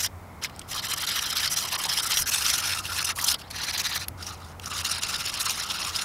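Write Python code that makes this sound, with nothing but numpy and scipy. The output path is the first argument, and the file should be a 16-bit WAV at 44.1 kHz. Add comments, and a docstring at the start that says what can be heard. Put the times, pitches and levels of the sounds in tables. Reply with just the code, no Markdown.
"""Outdoors, folded sandpaper is rubbed quickly back and forth over a small hand-held piece of wood.
Friction makes the sound: grit tears the fibres with a rasp and hisses while the paper slides fast.
Paper, wood and the air in the fold resonate differently in each grip, and single grains snag and click.
Behind lie a faint rumble and a far-off hum; a thin whistle passes, and the hands thud as they shift."""
import sys
import numpy as np
from scipy import signal
from scipy.fft import rfft, irfft
from scipy.io import wavfile
from scipy.ndimage import uniform_filter1d

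SR = 44100
rng = np.random.default_rng(int(sys.argv[2]) if len(sys.argv) > 2 else 0)


def unload_audio(sound):
    """Save the sound as a 16-bit wav file, at the path given as the first command line argument."""
    columns = np.transpose(np.atleast_2d(sound))
    # keep every value between -1 and 1, then stretch to whole-number steps
    steps = np.round(np.clip(columns, -1, 1) * 32767)
    wavfile.write(sys.argv[1], SR, steps.astype(np.int16))


N = 266672
T = np.arange(N) / SR
BINS = np.fft.rfftfreq(N, 1 / SR)


def amp(db):
    """The decibel law: amplitude grows tenfold every 20 dB."""
    return 10 ** (np.asarray(db) / 20)


def unit(x):
    """Normalisation to an rms of 1."""
    return x / np.sqrt(np.mean(x ** 2) + 1e-20)


def colour(points):
    """A spectral envelope: gain interpolated over log frequency between (Hz, dB) points."""
    hz, db = np.transpose(points)
    return amp(np.interp(np.log(BINS + 1), np.log(hz), db))


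def resonance(modes):
    """Damped resonance: modes given as (Hz, bandwidth in Hz, dB) add in power to one gain curve."""
    return np.sqrt(sum(amp(db) ** 2 / (1 + ((BINS ** 2 - hz ** 2) / (BINS * width + 1)) ** 2)
                       for hz, width, db in modes))


def shaped(x, gain):
    """Linear filtering: the spectrum is multiplied by a gain curve, and the result normalised."""
    return unit(irfft(rfft(x) * gain, N))


def wander(rate_hz):
    """Random modulation: low-passed Gaussian noise with an rms of 1."""
    return shaped(rng.standard_normal(N), np.exp(-(BINS / rate_hz) ** 2))


def grit(per_s, spread_db, patchy_db):
    """Shot noise: tiny fractures of uneven size, whose colour shifts as the contact point travels."""
    size = amp(spread_db * np.minimum(rng.exponential(1, N), 4))
    clicks = rng.choice([-1, 1], N) * size * (rng.random(N) < per_s / SR)
    spectra = signal.stft(clicks, nperseg=256, noverlap=192)[2]
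    patches = uniform_filter1d(rng.standard_normal(spectra.shape), size=3, axis=0)
    patches = unit(uniform_filter1d(patches, size=13, axis=1))
    spectra *= amp(patchy_db * np.minimum(patches, 2))
    return signal.istft(spectra, nperseg=256, noverlap=192)[1][:N]


# The paper catches on the wood. Each entry: time in seconds.
CATCH_TIMES = [0.739, 0.925, 0.992, 1.031, 1.107, 1.249, 1.32, 1.34, 1.391, 1.482, 1.55, 1.667, 1.742,
               1.807, 1.847, 2.054, 2.083, 2.13, 2.998, 3.039, 3.205, 3.234, 3.259, 3.335, 3.607, 3.767,
               3.918, 3.933, 4.314, 4.726, 4.935, 4.972, 5.057, 5.27, 5.362, 5.384, 5.437, 5.474, 5.615,
               5.654, 5.784, 5.824]

def catches(depth_db=-20, fall_s=0.0038, recover_s=0.0062, light_db=-4):
    """Interrupted sliding: the gain of the hiss dips at each catch, and lightly at random as well."""
    dip_db = light_db * (.5 + .5 * np.tanh(2 * (wander(40) - 0.62)))
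    for time in CATCH_TIMES:
        near = abs(T - time) < 10 * recover_s
        age = T[near] - time
        dip_db[near] += depth_db * np.exp(-(age / np.where(age < 0, fall_s, recover_s)) ** 2)
    return amp(dip_db)


# Strokes of the paper, out or back. Each row: start in seconds, length in seconds,
# relative rasp level at full speed in dB, hiss level relative to that in dB.
STROKES = [(-0.004, 0.027, -31.0, 3), (0.016, 0.064, -30, 4), (0.414, 0.062, -32.0, -7.0),
           (0.674, 0.13, -36, 3), (0.747, 0.07, -31.0, -5.5), (0.816, 0.069, -33.0, 0.5),
           (0.881, 0.078, -28.5, 1), (0.958, 0.063, -32.5, 1), (1.001, 0.065, -29.5, 0.0),
           (1.063, 0.086, -26, -1.5), (1.127, 0.094, -28, -4.5), (1.201, 0.09, -30, -1.5),
           (1.272, 0.091, -32.0, 1), (1.347, 0.076, -28, 0), (1.388, 0.12, -27.5, -2.5),
           (1.493, 0.078, -33, 4.5), (1.559, 0.055, -25.5, 1.5), (1.584, 0.14, -31, 1.5),
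           (1.704, 0.069, -24, -3), (1.776, 0.061, -30.5, 2), (1.822, 0.058, -28.0, 2.5),
           (1.874, 0.091, -26, -1.5), (1.943, 0.08, -27.5, 0.0), (2.018, 0.078, -30.5, 5.5),
           (2.084, 0.088, -24, 0.0), (2.146, 0.11, -30.5, 6.5), (2.255, 0.058, -29.5, 4.5),
           (2.305, 0.074, -25.0, 1.0), (2.348, 0.098, -28.0, -1.5), (2.403, 0.15, -26.5, -2.5),
           (2.522, 0.055, -26, 1), (2.562, 0.065, -30.5, 3), (2.612, 0.081, -28.5, 0.0),
           (2.631, 0.18, -30, -2), (2.754, 0.072, -36, 4), (2.817, 0.12, -34.5, -2.5),
           (2.906, 0.056, -32.5, -0.5), (2.941, 0.11, -28.5, 0.0), (3.037, 0.027, -31.5, 10.5),
           (3.056, 0.082, -30, -1), (3.151, 0.12, -34.0, 4.5), (3.216, 0.075, -35, 12),
           (3.249, 0.12, -28, 2.5), (3.38, 0.051, -42.0, -2.5), (3.5, 0.019, -43.5, 5.5),
           (3.521, 0.12, -36, -5), (3.586, 0.09, -30.5, -1.5), (3.661, 0.062, -28, -2.5),
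           (3.718, 0.067, -29.0, -3), (3.764, 0.074, -30.5, 0.5), (3.83, 0.06, -27.5, -4.5),
           (3.875, 0.13, -29.5, -0.5), (3.986, 0.072, -34.0, -2), (4.17, 0.1, -45, -2),
           (4.242, 0.131, -40.5, 0.0), (4.314, 0.27, -54.5, -1.5), (4.611, 0.1, -41.5, -0.5),
           (4.694, 0.068, -35.5, 2), (4.739, 0.1, -34.5, -0.5), (4.831, 0.065, -31.5, 1),
           (4.884, 0.058, -30, 0.5), (4.911, 0.1, -30.5, -1.5), (5.007, 0.081, -31, -0.5),
           (5.075, 0.05, -32.5, -1), (5.106, 0.078, -31, -2), (5.176, 0.059, -31.0, -0.5),
           (5.225, 0.1, -32, 0), (5.312, 0.1, -31.5, 0.0), (5.37, 0.12, -32.5, 4.5),
           (5.411, 0.17, -32.0, 0.5), (5.547, 0.098, -32.0, -0.5), (5.606, 0.085, -32.5, 0.5),
           (5.679, 0.061, -30.0, -2.5), (5.714, 0.1, -32.5, -4.5), (5.768, 0.112, -32.0, -0.5),
           (5.858, 0.068, -31.5, -1), (5.905, 0.15, -32, -2.5), (5.982, 0.073, -36.5, 1.5)]
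# The resting paper barely scuffs. Each row: start in seconds, length in seconds, relative level in dB.
SCUFFS = [(0.457, 0.25, -58), (3.428, 0.067, -53)]

def strokes(stick_speed=0.53, stick_softness=0.061, hiss_floor_db=-21):
    """Sliding friction: the rasp and hiss envelopes rise with speed; the hiss cuts as the paper sticks."""
    rasp_power, hiss_power = np.zeros(N), np.zeros(N)
    for start, length, db, hiss_db in STROKES:
        during = (T > start) & (T < start + length)
        progress = ((T[during] - start) / length) ** .95  # fastest a little before the middle
        speed = abs(np.sin(np.pi * progress))  # share of full speed
        sliding = np.where(progress < .5, 1, .5 + .5 * np.tanh((speed - stick_speed) / stick_softness))
        rasp_power[during] += (amp(db) * speed ** 1.195) ** 2
        hiss_power[during] += (amp(db + hiss_db) * speed ** 0.96 * sliding) ** 2
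    for start, length, db in SCUFFS:
        rasp_power += amp(db) ** 2 * abs(np.sin(np.pi * np.clip((T - start) / length, 0, 1)))
    hiss_power = hiss_power * catches() ** 2 + amp(hiss_floor_db) ** 2 * rasp_power
    return np.sqrt(rasp_power), np.sqrt(hiss_power)


# The fingers take a new grip. Each entry: start in seconds.
GRIP_TIMES = [0, 2.25, 3.15, 3.45, 4.15]
# Modes of paper and wood, one list a grip. Each row: frequency in Hz, bandwidth in Hz, gain in dB.
GRIP_MODES = [
    [(1935, 620, -7), (3090, 340, -2), (4040, 1000, -5), (5105, 203, 1), (5770, 200, 0.5),
     (8000, 3200, -7.5), (10900, 2300, -7.5)],
    [(1670, 560, -10.5), (2670, 500, -6.5), (3550, 610, -8), (4280, 490, -7), (5260, 220, -1.5),
     (5950, 180, 2.5), (6760, 300, -5.5), (8160, 1500, -5), (10300, 2700, -5)],
    [(2000, 700, -15), (3100, 1100, 5), (4040, 1300, 2.5), (4960, 1100, 8), (6230, 300, -10),
     (7100, 900, 4), (8800, 900, 4), (10500, 3000, 7.5)],
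    [(1730, 410, -1), (2240, 1700, -3.5), (4070, 730, 2.5), (4920, 310, -1.5), (5920, 240, -3.5),
     (6850, 700, -14), (10600, 2400, -12.5)],
    [(1900, 1100, -4.5), (2795, 390, 2), (3850, 670, 2.5), (5280, 960, 2.5), (5750, 250, -7),
     (6930, 300, 0), (9270, 2100, -2), (10300, 1000, -6.5)],
]
# The overall spectrum of the grit. Each row: frequency in Hz, relative level in dB.
GRIT_COLOUR = [(200, -1), (550, -1), (900, 4), (1500, -1.5), (6500, -2), (7500, -5.5), (10500, -5),
               (12000, -5.5), (14000, -3.5), (16000, -11.5)]

def paper_and_wood(excitation, band):
    """Forced vibration: the grit drives the modes of paper and wood, cross-faded from grip to grip."""
    grip = np.searchsorted(GRIP_TIMES[1:], T)
    gain = band * colour(GRIT_COLOUR)
    return sum(uniform_filter1d(1. * (grip == k), size=400) * shaped(excitation, gain * resonance(modes))
               for k, modes in enumerate(GRIP_MODES))


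# The hollow of folded paper and cupped fingers in each grip.
# Each row: resonant frequency in Hz, relative level in dB.
GRIP_HOLLOWS = [(1345, -39.5), (1343, -39.5), (1350, -37), (1610, -49.5), (1330, -39)]

def hollow(rasp, usual_rasp_db=-32, pole_width_hz=420, drift=0.085):
    """Cavity resonance: grit rings the air in the fold, whose pitch drifts as the fingers move."""
    grip = np.searchsorted(GRIP_TIMES[1:], T)
    hz, level_db = uniform_filter1d(np.array(GRIP_HOLLOWS, float)[grip], size=2000, axis=0).T
    carrier = np.exp(2j * np.pi * np.cumsum(hz * (1 + drift * wander(5))) / SR)
    pole = np.exp(-np.pi * pole_width_hz / SR)
    clicks = grit(per_s=2500, spread_db=3.0, patchy_db=4.5)
    # shifting down, low-passing and shifting back gives a resonance that follows the carrier
    ring = carrier * signal.lfilter([1], np.poly([pole, pole]), clicks / carrier)
    drive = (abs(uniform_filter1d(rasp, size=800)) / amp(usual_rasp_db)) ** 0.57
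    return amp(level_db - 1) * drive * unit(ring.real)


def sanding(edge_hz=5450, rasp_db=0.7, flicker_above_hz=11000):
    """Friction noise, heard as a low rasp and a high hiss, with the hollow beneath.
    The sharp edge between them and the flickering top treble are probably an audio coder's trace."""
    rasp_envelope, hiss_envelope = strokes()
    low_band = 1 / np.sqrt(1 + (BINS / edge_hz) ** 70)
    high_band = np.sqrt(1 - low_band ** 2)
    judder = unit(amp(2.5 * wander(110)))  # the paper sticks and slips on the grain
    rasp = rasp_envelope * paper_and_wood(grit(per_s=11000, spread_db=0.4, patchy_db=3.5), low_band)
    hiss = hiss_envelope * paper_and_wood(grit(per_s=14000, spread_db=2.5, patchy_db=3.4), high_band)
    treble = irfft(rfft(hiss) * (BINS > flicker_above_hz), N)
    flicker = unit(amp(1.5 * wander(45)))
    hiss += treble * (flicker - 1)
    return judder * (amp(rasp_db) * rasp + hiss) + hollow(rasp_envelope)


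def scatter(x, echo_db=-18, delay_s=.002, decay_s=.004):
    """Early reflection: the body and the ground return a weak, brief echo."""
    t = T[:4096]
    taps = rng.standard_normal(len(t)) * np.exp(-t / decay_s) * (t > delay_s)
    return x + amp(echo_db) * signal.fftconvolve(x, taps / np.linalg.norm(taps))[:N]


# The spectrum of the outdoor background. Each row: frequency in Hz, relative spectral density in dB.
RUMBLE_COLOUR = [(20, -19), (45, -0.5), (80, 1.5), (130, 0.5), (330, -8), (560, -9.5), (790, -5.5),
                 (1300, -10.5), (1700, -18.5), (2100, -15), (2700, -25.5), (4200, -29), (5200, -29.5),
                 (16000, -32)]

def rumble(db=-45.5, gust_db=2, gust_below_hz=110):
    """Amplitude modulation of noise: a distant rumble gusts only in the bass."""
    air = amp(db) * shaped(rng.standard_normal(N), colour(RUMBLE_COLOUR))
    bass = irfft(rfft(air) * np.exp(-(BINS / gust_below_hz) ** 2), N)
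    return air + bass * (amp(gust_db * wander(7.2)) - 1)


# The far-off hum swells and fades. Each row: time in seconds, relative level in dB.
HUM_LEVELS = [(0, -45), (2.1, -60), (2.5, -47), (3.1, -46), (3.65, -55.5), (4.05, -43), (4.5, -44),
              (5.0, -48.5), (5.3, -54), (6.05, -52.5)]

def hum(hz=86.8, waver_hz=1.13):
    """Line broadening: wavering pitch and noise in quadrature blur a low tone."""
    phase = 2 * np.pi * np.cumsum(hz + waver_hz * wander(5.8)) / SR
    tone = np.sin(phase) + wander(14) * np.cos(phase)
    level_db = np.interp(T, *np.transpose(HUM_LEVELS))
    return amp(level_db - 1) * tone


# Grains that catch and let go. Each row: start in seconds, relative level in dB,
# ringing frequency in Hz, decay time in seconds.
SNAGS = [(0.046, -25.5, 5450, .0098), (0.438, -16, 5750, 0.0021), (0.445, -20, 2300, 0.0049),
         (0.496, -33, 2440, 0.0029), (0.562, -33, 8000, .0015), (0.593, -22, 8400, 0.0018),
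         (0.615, -35, 3120, 0.0045), (0.731, -24.5, 3100, 0.0032), (1.073, -22, 4070, .005),
         (1.089, -22, 4370, 0.0023), (1.476, -19.5, 4530, 0.0039), (1.897, -20, 5400, 0.0042),
         (2.171, -15, 3200, 0.0077), (2.272, -22, 5940, .0056), (2.463, -13.5, 5800, 0.0048),
         (2.5, -14, 5700, 0.0051), (3.187, -22.5, 1900, 0.0076), (3.243, -20, 6230, 0.0054),
         (3.343, -20.5, 3500, .0033), (3.51, -30, 4470, 0.0072), (4.083, -16.5, 11240, 0.0016),
         (4.225, -28.5, 4940, 0.0064), (4.266, -29.5, 5560, 0.014), (4.597, -22, 2810, 0.0012),
         (4.658, -21.5, 5600, 0.0029), (5.495, -18, 5630, 0.0038), (5.959, -18.5, 5180, 0.0063)]

def snags(width_hz=380, crack_db=-17, attack_s=.0005):
    """Free decay: a caught grain lets go with a short, broad crack and one ringing pitch."""
    out = np.zeros(N)
    for start, db, hz, decay_s in SNAGS:
        gain = resonance([(hz, width_hz, 0), (4500, 6500, crack_db)]) * colour(GRIT_COLOUR)
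        age = np.maximum(T - start, 0)
        envelope = (1 - np.exp(-age / attack_s)) * np.exp(-age / decay_s)
        out += amp(db) * envelope * shaped(rng.standard_normal(N), gain)
    return out


def whistle(hz=2130, waver_hz=90, db=-61, fading_db=4):
    """Frequency modulation: a very faint whistle, perhaps a far bird, wavers in the first pause."""
    phase = 2 * np.pi * np.cumsum(hz + waver_hz * wander(10.4)) / SR
    envelope = np.interp(T, [.08, .3, .4, .43], [0, 1, 1, 0])
    return amp(db) * envelope * unit(amp(fading_db * wander(13)) * np.sin(phase))


# The hands shift. Each row: time of the peak in seconds, level in dB, centre frequency in Hz.
THUDS = [(2.22, -38, 40), (4.1, -45, 95), (4.11, -46.5, 258)]

def thuds(half_length_s=0.038):
    """Damped impact: the hands knock softly, each a swell of low noise that does not ring on."""
    out = np.zeros(N)
    for time, db, hz in THUDS:
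        envelope = np.exp(-((T - time) / half_length_s) ** 2)
        out += amp(db) * envelope * shaped(rng.standard_normal(N), resonance([(hz, 60, 0)]) ** 2)
    return out


def scene():
    """Superposition: the sanding close by and the outdoors behind add in one channel."""
    return (scatter(sanding() + snags()) + rumble() + hum() + whistle() + thuds())[None]


def record(dry, cutoff_hz=15820):
    """Band limiting: a steep low-pass filter removes the highest treble."""
    low_pass = signal.firwin(511, cutoff_hz, window=("kaiser", 9), fs=SR)
    return signal.oaconvolve(dry, low_pass[None], "same")


dry = scene()
out = record(dry)
unload_audio(out)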